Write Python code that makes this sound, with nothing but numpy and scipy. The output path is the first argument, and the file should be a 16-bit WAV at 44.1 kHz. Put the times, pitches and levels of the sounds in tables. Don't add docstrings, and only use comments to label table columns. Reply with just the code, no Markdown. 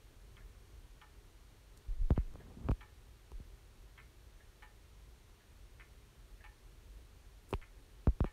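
import sys
import numpy as np
from scipy import signal
from scipy.fft import rfft, irfft, next_fast_len
from scipy.io import wavfile
from scipy.ndimage import map_coordinates

SR = 44100
rng = np.random.default_rng(int(sys.argv[2]) if len(sys.argv) > 2 else 0)


def wav_out(sig):
    wavfile.write(sys.argv[1], SR, np.round(np.clip(np.atleast_2d(sig).T, -1, 1) * 32767).astype(np.int16))


def gain_from_decibels(decibels):
    exponent = np.asarray(decibels, float) / 20
    return 10 ** exponent


N = 367044

# delay t/s, level/dB
REBOUNDS = [
    (0, 0.5),
    (.006, 5.5),
    (.011, -3.5),
    (.02, 0),
]
# t/s, peak level/dB, length t/s, hardness f/Hz, shell ring over knock level/dB
KNOCKS = [(2.1054, -21, 0.029, 2700, -29), (2.118, -33, 0.029, 900, -25), (2.1772, -25.5, 0.012, 1900, -14),
          (2.356, -41, 0.003, 1800, -11), (2.57, -42, 0.0066, 400, -25), (2.6868, -29, 0.0069, 2500, 2.5),
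          (2.694, -25, 0.034, 900, -22), (2.7143, -30, 0.033, 1500, -0.5), (3.317, -56, 0.0075, 600, -3),
          (3.4, -45.5, 0.011, 500, -25), (7.5281, -27, 0.0029, 1800, -3.5), (7.535, -31, 0.023, 243, -25),
          (8.0711, -21, 0.023, 1440, -10), (8.0755, -39.5, 0.0044, 1200, -10),
          (8.087, -34.5, 0.0072, 1000, -19), (8.2051, -24, 0.034, 2560, -7.5),
          (8.243, -26.5, 0.0048, 2490, -3.5), (8.248, -32, 0.0042, 700, -15)]


def unit(x):
    return x / np.sqrt(np.mean(x ** 2) + 1e-20)


def along(points, hz):
    f, value = np.transpose(points)
    return np.interp(np.log(hz + 1), np.log(f + 1), value)


def filtered(x, response):
    m = next_fast_len(len(x) + SR // 2)
    spectrum = rfft(x, m) * response(np.fft.rfftfreq(m, 1 / SR))
    return irfft(spectrum, m)[:len(x)]


def peak(f, centre_hz, width_hz):
    return 1j * f * width_hz / (centre_hz ** 2 - f * f + 1j * f * width_hz + 1e-9)


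def noise(spectrum):
    return unit(filtered(rng.standard_normal(N), lambda hz: gain_from_decibels(along(spectrum, hz))))


def wobble(rate):
    knots = rng.standard_normal(int(N * rate / SR) + 4)
    return map_coordinates(knots, [np.arange(N) * rate / SR])


def add(track, s, sound):
    part = track[round(s * SR):][:len(sound)]
    part += sound[:len(part)]


def background():
    # f/Hz, level/dB per Hz
    rumble_colour = [(12, -38), (22, -8), (48, 3), (70, -7.5), (110, -10), (160, -21.5), (280, -24),
                     (400, -21), (550, -30.5), (900, -49.5)]
    # f/Hz, level/dB per Hz
    hiss_colour = [(100, -8), (500, 3), (1000, 3.5), (2000, 0.5), (4000, -1.5), (6500, -5.5), (9000, -6.5),
                   (12000, -9.5), (15700, -17.5)]
    # f/Hz, width f/Hz, level/dB
    port_dips = [(4990, 290, -3.5), (7670, 600, -2.5), (10400, 370, -6.5)]

    def port(hz):
        return gain_from_decibels(sum(db * np.exp(-((hz - centre) / width) ** 2) for centre, width, db in port_dips))

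    drift_db = 0.56 * wobble(3.2) + 1.1 * wobble(13.0)
    rumble = gain_from_decibels(-58 + drift_db) * noise(rumble_colour)
    hiss = gain_from_decibels(-69.5) * filtered(noise(hiss_colour), port)
    return rumble + hiss


def room_tail():
    # f/Hz, t60 t/s
    room_decay = [(800, 0.21), (1800, 0.24), (5000, 0.066)]
    hz, t, z = signal.stft(rng.standard_normal(SR // 2), SR, nperseg=256)
    decay = gain_from_decibels(-60 * t / along(room_decay, hz)[:, None])
    tail = signal.istft(z * decay, SR, nperseg=256)[1]
    return tail / np.linalg.norm(tail)


def beats(events, body, contacts, view, lead_s, wet_db, rattle_db, trim_db):
    # t/s, turn (0 facing, 1 away)
    camera_turn = [(.4, 0.022), (1.0, 0.074), (2.5, 0.43), (4.3, .65), (6.1, 0.99), (7.9, 0.62)]
    # f/Hz, level/dB per Hz
    rattle_colour = [(500, -32), (900, -8.5), (1500, -5), (2200, -2), (3000, -8.5), (4500, -29)]
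    recoil_s, recoil_db = 0.038, -9
    edge_hz, edge_t60_s = 3100, 0.028
    size = SR // 2
    t = np.arange(size) / SR
    out, tail = np.zeros(N), room_tail()

    def ring(f):
        modes = enumerate(body)
        return sum((-1) ** k * gain_from_decibels(db) * peak(f, hz, width) for k, (hz, width, db) in modes)

    for s, db in events:
        turn = np.interp(s, *np.transpose(camera_turn))
        boom_db, plate_db, edge_db = np.add(view[0], turn * np.array(view[1]))

        blows = np.zeros(size)
        blows[0] = gain_from_decibels(-16)
        for delay, blow_db in contacts:
            blows[round((lead_s + delay) * SR)] = gain_from_decibels(blow_db + rng.normal(0, 1))
        shake = gain_from_decibels(-60 * t / 0.1) * rng.standard_normal(size)
        rattle = unit(filtered(shake, lambda f: gain_from_decibels(along(rattle_colour, f))))
        direct = unit(filtered(blows, ring)) + gain_from_decibels(rattle_db) * rattle
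        direct *= gain_from_decibels(recoil_db / (1 + np.exp((lead_s + recoil_s - t) / 0.0037)))

        heard = direct + gain_from_decibels(wet_db) * signal.fftconvolve(direct, tail)[:size]
        heard /= np.sqrt(np.mean(heard[:SR // 40] ** 2))
        colour = [(950, boom_db + 16), (1100, plate_db + 6.0), (1450, plate_db + 17), (1600, 0)]
        coloured = filtered(heard, lambda f: gain_from_decibels(along(colour, f)))
        add(out, s - lead_s, gain_from_decibels(db + trim_db) * coloured)

        burst = gain_from_decibels(-60 * t / edge_t60_s) * rng.standard_normal(size)
        edge = filtered(burst, lambda f: peak(f, edge_hz, 450) ** 2)
        add(out, s, gain_from_decibels(db + edge_db + 4.5) * edge / abs(edge).max())
    return out


def pendulum_ticks():
    # t/s, peak level/dB
    ticks = [
        (0.3672, -52),
        (2.1612, -48.5),
        (3.9775, -44.5),
        (5.7972, -44.5),
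        (7.6155, -46),
    ]
    # f/Hz, width f/Hz, level/dB
    tick_body = [(876, 37, -12), (1090, 60, -5), (1320, 45, -1), (1552, 23, 4), (1781, 19, 4),
                 (2020, 81, 1.5), (2150, 81, 6), (2320, 29, -1), (2490, 69, 0), (2630, 40, -25),
                 (3005, 20, -10), (3130, 55, -6)]
    # delay t/s, level/dB
    tick_rebounds = [
        (0, 0.5),
        (.005, -2),
        (.01, 5.5),
        (.022, 1),
    ]
    # case boom level/dB, plate level/dB, bright edge level/dB
    tick_view = [(-5.5, -4.5, -7), (-6, -5, -19)]
    return beats(ticks, tick_body, tick_rebounds, tick_view,
                 lead_s=0.0007, wet_db=-6.5, rattle_db=-7.0, trim_db=-14.0)


def battery_clock():
    # t/s, peak level/dB
    steps = [
        (.4, -70.5),
        (2.399, -67),
        (4.399, -69),
        (5.399, -74),
        (6.401, -66.5),
    ]
    # f/Hz, width f/Hz, level/dB
    step_body = [(615, 20, -8), (1690, 120, -7), (1800, 78, -3), (2080, 160, -12.5)]
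    # case boom level/dB, plate level/dB, bright edge level/dB
    step_view = [(-10, -14, -34), (-4, -2, -1.5)]
    return beats(steps, step_body, REBOUNDS[:2], step_view,
                 lead_s=0.015, wet_db=1.0, rattle_db=-10, trim_db=-2.5)


def pendulum_tocks():
    # t/s, peak level/dB
    tocks = [
        (1.0145, -55),
        (2.8085, -52),
        (4.6232, -51),
        (6.4411, -50.5),
        (8.2555, -51.5),
    ]
    # f/Hz, width f/Hz, level/dB
    tock_body = [(841, 9.4, 1), (990, 23, -10.5), (1100, 85, -10.5), (1237, 85, -5), (1763.5, 18.4, 7.5),
                 (1920, 12, -27), (2244, 58, -6.5), (2440, 15, -14), (2900, 7.3, -1), (2955, 81, -19),
                 (3400, 83, -35), (4500, 84, -24)]
    # case boom level/dB, plate level/dB, bright edge level/dB
    tock_view = [(-12, -9, -1.5), (-1, -7.5, -20)]
    return beats(tocks, tock_body, REBOUNDS, tock_view,
                 lead_s=0.00119, wet_db=-5.5, rattle_db=-8, trim_db=-5.5)


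def skin_snaps():
    # t/s, peak level/dB, t60 t/s, centre f/Hz
    peels = [
        (1.77, -67, 0.1, 7000),
        (7.49, -66, 0.38, 10000),
        (7.508, -55, 0.04, 9000),
        (7.54, -53, 0.082, 2190),
    ]
    # t/s, peak level/dB, centre f/Hz
    snaps = [(1.775, -51.5, 8950), (1.775, -49, 4000), (2.234, -68, 5000), (2.279, -67, 7000),
             (2.339, -58, 7000), (2.708, -61, 4000), (2.711, -49, 4500), (2.716, -49, 3500),
             (3.317, -55, 6900), (7.506, -50, 3500), (7.527, -49, 7000), (7.537, -56, 9000)]
    snap_t60_s = 0.0066
    crack_db, crack_t60_s, crack_hz = -26.5, 0.0093, 4000
    nail_hz = 2500
    out, t = np.zeros(N), np.arange(SR // 10) / SR

    bursts = [(s, db, snap_t60_s, hz) for s, db, hz in snaps] + list(peels)
    for s, db, _, hard_hz, _ in KNOCKS:
        hardness_db = 20 * np.log10(hard_hz / nail_hz)
        bursts.append((s, db + crack_db + hardness_db, crack_t60_s, crack_hz))
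    for s, db, t60, centre_hz in bursts:
        burst = gain_from_decibels(db + 4.0 - 60 * t / t60) * rng.standard_normal(len(t))
        add(out, s, filtered(burst, lambda f: peak(f, centre_hz, 0.51 * centre_hz)))
    return out


def palm_shoves():
    # t/s, peak level/dB, f/Hz, swings
    shoves = [(1.891, -38.5, 60, 0.35), (1.917, -31, 32.3, 0.77), (1.965, -40.5, 30, 1),
              (2.024, -33.5, 70, 0.57), (2.034, -25.5, 29.8, 1.08), (2.171, -31.5, 30, 0.31),
              (2.198, -26.5, 51.6, .56), (2.25, -40, 33, 2.2), (2.655, -36, 65, 0.83),
              (3.355, -40, 45, 1.2), (3.424, -46, 48, 0.89), (7.571, -42, 31.8, 1), (8.094, -25, 52, 0.53),
              (8.133, -40, 30, 0.45), (8.262, -37, 45, 0.83)]
    sag, linger = 0.18, 1.38
    t, out = np.arange(N) / SR, np.zeros(N)
    for s, db, hz, swings in shoves:
        cycles = hz * (t - s)
        spread = swings * np.where(cycles > 0, linger, 1)
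        swell = np.exp(-(cycles / spread) ** 2)
        out += gain_from_decibels(db) * swell * np.cos(2 * np.pi * (cycles - sag * cycles * cycles))
    return out


def rubbing():
    # t/s, level/dB
    pressure = [
        (2.1, -49),
        (2.2, -67),
        (2.342, -54),
        (2.5, -53.5),
        (2.6, -55.5),
        (2.67, -48.5),
        (2.8, -82),
    ]
    # f/Hz, level/dB per Hz
    drag_colour = [(20, -18), (60, 4), (200, -5), (500, -21.5), (1200, -28.5), (3000, -69)]
    scuff_colour = [(200, -20), (400, -4), (1100, -24), (2000, -50)]
    chafe_colour = [(400, -16), (800, 2), (1300, 0), (3500, -16), (6000, -40)]
    s, db = np.transpose(pressure)
    press_db = np.interp(np.arange(N) / SR, s, db, left=-120, right=-120)

    drag = unit(gain_from_decibels(3.7 * wobble(60)) * noise(drag_colour))
    scuff = unit(gain_from_decibels(5.5 * wobble(76)) * noise(scuff_colour))
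    chafe = unit(gain_from_decibels(5.8 * wobble(110)) * noise(chafe_colour))
    chafe_db = -67 + 1.9 * (press_db - db[-2])
    return gain_from_decibels(press_db) * (drag + gain_from_decibels(-17.5) * scuff) + gain_from_decibels(chafe_db) * chafe


def finger_knocks():
    slowness, soft_hz = 0.84, 190
    out, t = np.zeros(N), np.arange(SR // 6) / SR
    for s, db, length, hard_hz, _ in KNOCKS:
        turns = ((1000 * t / (slowness + soft_hz / hard_hz)) ** 0.23 - 1.1) / 0.5
        shape = (1 - np.exp(-t / 0.00066)) * np.exp(-(t / length) ** 3.7)
        thump = shape * np.cos(2 * np.pi * turns)
        add(out, s, gain_from_decibels(db) * filtered(thump, lambda f: 1 / (1 + 1.2j * f / hard_hz - (f / hard_hz) ** 2)))
    return out


def shell_rings():
    # f/Hz, level/dB, t60 t/s
    shell = [(1146, -0.5, 0.0064), (2400, -10.5, 0.007)]
    # f/Hz, level/dB, t60 t/s
    flap = [(384, -0.5, 0.025), (944, -8.5, 0.0073), (2560, -28, 0.0037)]
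    # t/s, peak level/dB, added level/dB per higher mode
    flap_hits = [
        (2.7088, -38, 13),
        (3.318, -43, 10.5),
        (7.5068, -47, 8),
        (7.529, -27, 1),
        (7.5367, -27.5, 16),
    ]
    out, t = np.zeros(N), np.arange(SR // 6) / SR
    hits = [(s, db + ring_db, 0, shell) for s, db, _, _, ring_db in KNOCKS]
    hits += [(s, db, bright_db, flap) for s, db, bright_db in flap_hits]
    for s, db, bright_db, modes in hits:
        for k, (hz, level, t60) in enumerate(modes):
            decay = gain_from_decibels(db + level + k * bright_db - 60 * t / t60)
            onset = 1 - np.exp(-t * hz * 3)
            add(out, s, decay * onset * np.sin(2 * np.pi * hz * t))
    return out


def scene():
    clocks = pendulum_ticks() + battery_clock() + pendulum_tocks()
    hand = skin_snaps() + palm_shoves() + rubbing() + finger_knocks() + shell_rings()
    return (background() + clocks + hand)[None]


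def low_pass(x):
    return signal.sosfilt(signal.butter(12, 15710, fs=SR, output="sos"), x)


def record(dry):
    mix = filtered(dry[0], lambda hz: hz < 15700)[None]
    return low_pass(mix)


dry = scene()
out = record(dry)
wav_out(out)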